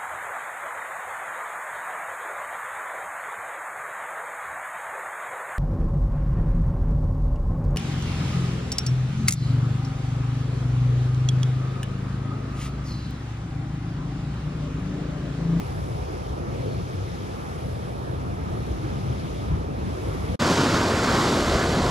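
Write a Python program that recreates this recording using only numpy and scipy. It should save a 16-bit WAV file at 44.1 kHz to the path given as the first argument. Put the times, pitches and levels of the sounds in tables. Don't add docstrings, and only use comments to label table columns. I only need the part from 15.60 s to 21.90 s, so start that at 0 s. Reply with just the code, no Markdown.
import sys
import numpy as np
from scipy import signal
from scipy.fft import rfft, irfft, next_fast_len
from scipy.io import wavfile

SR = 44100
rng = np.random.default_rng(int(sys.argv[2]) if len(sys.argv) > 2 else 0)


def inscribe(sig):
    pcm = np.round(np.clip(np.atleast_2d(sig).T, -1, 1) * 32767)
    wavfile.write(sys.argv[1], SR, pcm.astype(np.int16))


N = 277830

LAYER_TOPS_HZ = [90, 180, 360, 720, 1150, 1820, 2900, 4600, 7300]

# time in s, pitch in Hz, level in dB.
WHISTLE = [(.97, 4400, -85), (1.0, 4450, -67), (1.03, 4470, -68), (1.055, 4490, -76), (1.075, 4450, -65),
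           (1.11, 4350, -60), (1.14, 4250, -67), (1.16, 4240, -74), (1.19, 4280, -63), (1.22, 4260, -65),
           (1.245, 4200, -85)]
WHISTLE_ROUGH_DB, WHISTLE_WOBBLE_HZ = 2.5, 25

# centre in s, rise in dB.
BUFFETS = [(2.53, 3), (3.05, 4), (3.5, 5.5), (3.93, 11), (5.14, 3.5), (5.55, 1.5), (5.93, 3.5), (6.18, 3)]
BUFFET_SIGMA_S = 0.037

# centre in s, bell sigma in s, pitch in Hz, level in dB.
GURGLES = [(.4, .05, 2150, -61), (.55, .04, 2150, -61), (.96, .04, 2100, -59), (1.13, .035, 2420, -59),
           (5.57, .04, 1100, -34)]
GURGLE_BANDWIDTH_RATIO = 0.08

# frequency in Hz, left density in dB per Hz, right density in dB per Hz.
LEDGE_COLOUR = [(20, -32.1, -31.0), (35, -21, -16), (61, 0.5, -0.5), (119.4, -0.5, -3.5), (198.5, -7, -10),
                (254, -14.5, -8.5), (330, -14.5, -10.5), (505, -10, -12.5), (585, -15.5, -13),
                (746, -16, -13.5), (1134, -25, -22), (1290, -23.5, -24.5), (1450, -29, -29),
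                (1730, -30.5, -29), (2150, -30, -29), (2480, -32, -30), (2900, -34, -34.5),
                (3450, -34, -35.5), (4300, -35.5, -44), (5150, -33.5, -40), (6070, -36, -48.5),
                (8550, -42.5, -42), (12200, -46.5, -47), (12800, -52, -53), (15000, -55, -54)]
EDGE_COLOUR = [(20, -23, -22), (46, -6, -5), (84.5, -2, -2), (240, -1.1, -0.84), (388, -1.5, -2.5),
               (850, -7.5, -7.5), (1040, -6, -5), (1480, -6, -6.5), (1930, -15, -13.5), (2670, -20, -17.5),
               (4800, -19.5, -19.5), (5840, -24.5, -24), (7500, -25.5, -26), (8250, -32, -31.5),
               (9700, -37, -37.5), (12500, -40, -40.5), (14000, -54, -52), (14500, -62, -62),
               (14900, -90, -90)]

# frequency in Hz, share heard alike (0 to 1).
LEDGE_ALIKE = [(60, 1), (120, 0.99), (210, 0.9), (320, 0.98), (800, 0.74), (1200, 0.38), (1600, 0.67),
               (2200, 0.33), (3600, 0.48), (4500, 0.45), (7000, 0.38), (8500, 0.99), (9500, 0.4),
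               (10500, 0.9)]
EDGE_ALIKE = [(300, 1), (500, 1), (820, 0.83), (1200, 1), (1900, 0.93), (2600, 0.62), (3200, 0.83),
              (4300, 0.97), (5500, 1), (7000, 0.91), (10000, 1), (12500, .5), (14000, .8)]

# frequency in Hz, lag of left behind right in radians.
LEDGE_LAG = [(60, 0.14), (130, 0.29), (210, 1.64), (350, 1.04), (620, 2.65), (1800, 3.28), (2300, 5.44),
             (4000, 6.7), (4900, 8.9), (5400, 3.9), (7500, 10.7), (8700, 9.7), (10500, 12.8), (11600, 13.2),
             (12700, 15.708)]
EDGE_LAG = [(300, .01), (800, 0.39), (1050, .2), (1650, 0.97), (2600, 0.65), (3100, 0.49), (3500, 0.75),
            (3900, .05), (5000, .01)]

# start in s, fade-in in s, end in s, fade-out in s.
LEDGE_HEARD = (-.1, .01, 4.759, .005)
EDGE_HEARD = (4.791, .012, 6.4, .01)

# time in s, deep rumble in dB, rumble in dB, low roar in dB, upper roar in dB.
LEDGE_DEEP = [(0.0, -35, -32.5, -42, -45.5), (0.42, -36.5, -32.5, -42, -42), (0.63, -33, -36, -42.5, -43),
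              (0.94, -36.5, -33, -40.5, -40.5), (1.3, -37, -32.5, -41, -43.5), (1.8, -41, -37, -42, -45),
              (2.04, -37, -34, -41.5, -43), (2.45, -38.5, -35, -41, -42.5), (2.88, -33.5, -33, -38.5, -43),
              (3.12, -30, -35, -39, -42), (3.24, -35.5, -29.5, -39, -43.5),
              (3.47, -37, -32.5, -37.5, -42.5), (3.92, -35.5, -36.5, -39.5, -42.5),
              (4.19, -35.5, -34, -37.5, -42.5), (4.48, -33.5, -32, -37, -39.5),
              (4.75, -32, -31, -37.5, -40.5)]
EDGE_DEEP = [(4.81, -37, -29, -25.5, -29), (5.1, -37, -29.5, -27.5, -28), (5.4, -34.5, -31, -27.0, -28.5),
             (5.64, -37, -29.5, -25.5, -27.5), (5.92, -32.5, -34, -28.5, -28.5),
             (6.2, -31.5, -30, -28.5, -27.5), (6.3, -29.5, -29, -27.5, -29)]

# time in s, low band in dB, middle band in dB, upper band in dB.
LEDGE_WASH = [(0, -48.5, -53.5, -53), (0.15, -50.5, -53.5, -57.5), (0.35, -49.5, -53.5, -54.5),
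              (0.55, -50.5, -53.5, -56), (0.72, -48.5, -53.5, -58), (0.85, -52.5, -52.5, -55.5),
              (0.97, -50.5, -53.5, -53.5), (1.13, -51.5, -54, -56.5), (1.3, -52.5, -54, -55.5),
              (1.55, -52, -53, -55), (1.8, -49.5, -51.5, -55), (2.05, -53, -53.5, -56),
              (2.3, -50.0, -53, -57.5), (2.55, -49.5, -52, -57), (2.8, -50.5, -52, -57.5),
              (3.05, -49.5, -52.0, -54.5), (3.3, -49.5, -52.0, -55.5), (3.55, -50, -52.0, -53.0),
              (3.75, -53, -53.5, -54.5), (3.92, -50, -52.0, -55.0), (4.1, -51, -54.5, -57),
              (4.3, -49, -52.5, -54.5), (4.5, -47, -51, -52.5), (4.75, -48.5, -50, -52.0)]
EDGE_WASH = [(4.81, -29.0, -31, -36.5), (4.95, -30.5, -31, -37), (5.1, -33, -30.5, -36.5),
             (5.25, -31.0, -31.5, -38.5), (5.4, -32.5, -32, -36), (5.52, -29, -30.0, -36),
             (5.64, -29.5, -31.5, -36.0), (5.78, -32, -32.5, -38.5), (5.92, -32.5, -31.5, -37.5),
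             (6.08, -32, -32.5, -39), (6.2, -32, -34.5, -38.0), (6.3, -31, -34, -41)]

# time in s, hiss in dB, bright hiss in dB, finest spray in dB.
LEDGE_FOAM = [(0, -55.5, -58.5, -61.0), (0.25, -56.5, -59, -61.5), (0.5, -57, -58.5, -63.5),
              (0.7, -56, -59.0, -63.5), (0.84, -59.5, -61, -66), (1, -54.5, -59, -63),
              (1.25, -55.5, -58.0, -63), (1.55, -54.5, -57.5, -62.5), (1.9, -56.5, -59, -61.5),
              (2.15, -56.5, -60.5, -62), (2.45, -57, -62, -63.5), (2.75, -58.5, -61.5, -65),
              (3.05, -55.0, -59.5, -62.5), (3.35, -54.5, -58.0, -63.5), (3.6, -54, -58.5, -62),
              (3.8, -53.5, -58, -62.0), (3.95, -56.0, -60.5, -65), (4.1, -59, -63, -66.5),
              (4.3, -54.5, -58.0, -61.5), (4.5, -54, -57.5, -59.5), (4.75, -52.5, -56.0, -59.5)]
EDGE_FOAM = [(4.81, -35.5, -36.5, -44), (4.95, -34.5, -35.0, -42.5), (5.1, -35.5, -36.5, -45),
             (5.25, -38, -38, -45.5), (5.4, -36.5, -38, -45), (5.52, -36, -36.5, -44),
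             (5.64, -35, -35.5, -43.5), (5.78, -36.5, -38, -44.5), (5.92, -37, -37.5, -45),
             (6.08, -37, -39, -45.5), (6.2, -37, -39.5, -47), (6.3, -38, -39.0, -45.5)]

RUMBLE_LAYERS, FOAM_LAYERS = 2, 3
FOAM_PATCHINESS_RATIO = 0.45
TRAIL_DB, TRAIL_T60_S = -24, 0.07
STOPBAND_EDGE_HZ = 15900


def from_db(db):
    return 10 ** (np.asarray(db) / 20)


def rms_one(x):
    return x / np.sqrt(np.mean(x ** 2) + 1e-20)


def at_hz(points, hz):
    knots_hz, *values = np.transpose(points)
    return np.array([np.interp(np.log(hz + 1), np.log(knots_hz), v) for v in values])


def columns(t, rows):
    knots_s, *values = np.transpose(rows)
    return [np.interp(t, knots_s, v) for v in values]


def drift(corner_hz, size):
    step = 40
    settle = 2000
    pole = np.exp(-2 * np.pi * corner_hz * step / SR)
    noise = rng.standard_normal(size // step + settle + 2)
    slow = signal.lfilter([1], [1, -2 * pole, pole * pole], noise)[settle:]
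    return np.interp(np.arange(size) / step, np.arange(len(slow)), rms_one(slow - slow.mean()))


def bell(t, centre_s, sigma_s):
    return np.exp(-0.5 * ((t - centre_s) / sigma_s) ** 2)


def whistle():
    t = np.arange(N) / SR
    knots_s, hz, db = np.transpose(WHISTLE)
    pitch_hz = np.interp(t, knots_s, hz) + WHISTLE_WOBBLE_HZ * drift(40, N)
    tone = np.sin(2 * np.pi * np.cumsum(pitch_hz) / SR)
    level_db = np.interp(t, knots_s, db, left=-200, right=-200) + WHISTLE_ROUGH_DB * drift(40, N)
    return np.sqrt(2) * from_db(level_db) * tone


def buffets_db(t):
    return sum(rise_db * bell(t, centre_s, BUFFET_SIGMA_S) for centre_s, rise_db in BUFFETS)


def gurgles():
    t = np.arange(N) / SR
    out = np.zeros(N)
    for centre_s, sigma_s, hz, db in GURGLES:
        half_ratio = GURGLE_BANDWIDTH_RATIO / 2
        edges_hz = [hz * (1 - half_ratio), hz * (1 + half_ratio)]
        band = signal.butter(2, edges_hz, "band", fs=SR, output="sos")
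        noise = rms_one(signal.sosfilt(band, rng.standard_normal(N)))
        out += from_db(db) * bell(t, centre_s, sigma_s) * noise
    return out


def layer_levels_db(t, deep_rows, wash_rows, foam_rows):
    deep, rumble, *roar = columns(t, deep_rows)
    wind = buffets_db(t)
    return [deep + wind, rumble + wind, *roar, *columns(t, wash_rows), *columns(t, foam_rows)]


def bubble_spectra(size, grain_db, colour, alike, lag):
    hz = np.fft.rfftfreq(size, 1 / SR)
    clumps = from_db(grain_db * drift(140, size))
    shared, private = rfft(rng.standard_normal((2, size)) * clumps)
    likeness = np.clip(at_hz(alike, hz)[0], 0, 1)
    even = np.sqrt(1 + likeness) * shared
    odd = np.sqrt(1 - likeness) * private
    half_turn = np.exp(0.5j * at_hz(lag, hz)[0])
    ports = [(even + odd) / half_turn, (even - odd) * half_turn]
    return hz, from_db(at_hz(colour, hz)) * ports


def swelling_layers(hz, spectra, size, surge_db, patchy_db, buffet_db):
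    octave = np.log2(hz + 1)
    count = len(LAYER_TOPS_HZ) + 1
    layers = np.zeros((count, 2, size))
    surge = drift(6.3, size)
    for centre in np.arange(4, 14.5, 1 / 3):
        shape = np.cos(np.pi * np.clip(3 * (octave - centre) / 2, -0.5, 0.5)) ** 2
        k = np.searchsorted(LAYER_TOPS_HZ, 2 ** centre)
        own_db = buffet_db if k < RUMBLE_LAYERS else patchy_db
        if k >= count - FOAM_LAYERS:
            own_db = own_db * FOAM_PATCHINESS_RATIO
        swell_db = surge_db * surge + own_db * drift(12.6, size)
        layers[k] += from_db(swell_db) * irfft(spectra * shape, size)
    return layers


def surf(tables, heard, colour, alike, lag, grain_db, surge_db, patchy_db, buffet_db):
    start_s, rise_s, end_s, fall_s = heard
    first = max(int(start_s * SR), 0)
    size = next_fast_len(min(int((end_s + TRAIL_T60_S) * SR), N) - first + 1)
    t = (first + np.arange(size)) / SR
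    hz, spectra = bubble_spectra(size, grain_db, colour, alike, lag)
    layers = swelling_layers(hz, spectra, size, surge_db, patchy_db, buffet_db)

    fade_in = np.clip((t - start_s) / rise_s, 0, 1)
    fade_out = np.clip((end_s - t) / fall_s, 0, 1)
    trail = from_db(TRAIL_DB - 60 * np.maximum(t - end_s, 0) / TRAIL_T60_S)
    sound = np.zeros((2, size))
    for k, (layer, level_db) in enumerate(zip(layers, layer_levels_db(t, *tables))):
        mid_rms = np.sqrt(np.mean(layer.mean(axis=0) ** 2))
        ending = np.maximum(fade_out, trail * (k >= RUMBLE_LAYERS))
        sound += ending * from_db(level_db) * layer / mid_rms
    out = np.zeros((2, N + size))
    out[:, first:first + size] = fade_in * sound
    return out[:, :N]


def scene():
    background = whistle() + gurgles()
    ledge = surf((LEDGE_DEEP, LEDGE_WASH, LEDGE_FOAM), LEDGE_HEARD, LEDGE_COLOUR, LEDGE_ALIKE, LEDGE_LAG,
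                 grain_db=0.25, surge_db=-0.1, patchy_db=1.38, buffet_db=0.5)
    edge = surf((EDGE_DEEP, EDGE_WASH, EDGE_FOAM), EDGE_HEARD, EDGE_COLOUR, EDGE_ALIKE, EDGE_LAG,
                grain_db=0.6, surge_db=-0.32, patchy_db=0.9, buffet_db=1.4)
    return background + ledge + edge


def record(dry):
    low_pass = signal.cheby2(20, 70, STOPBAND_EDGE_HZ, fs=SR, output="sos")
    return signal.sosfilt(low_pass, dry)


dry = scene()
out = record(dry)
inscribe(out)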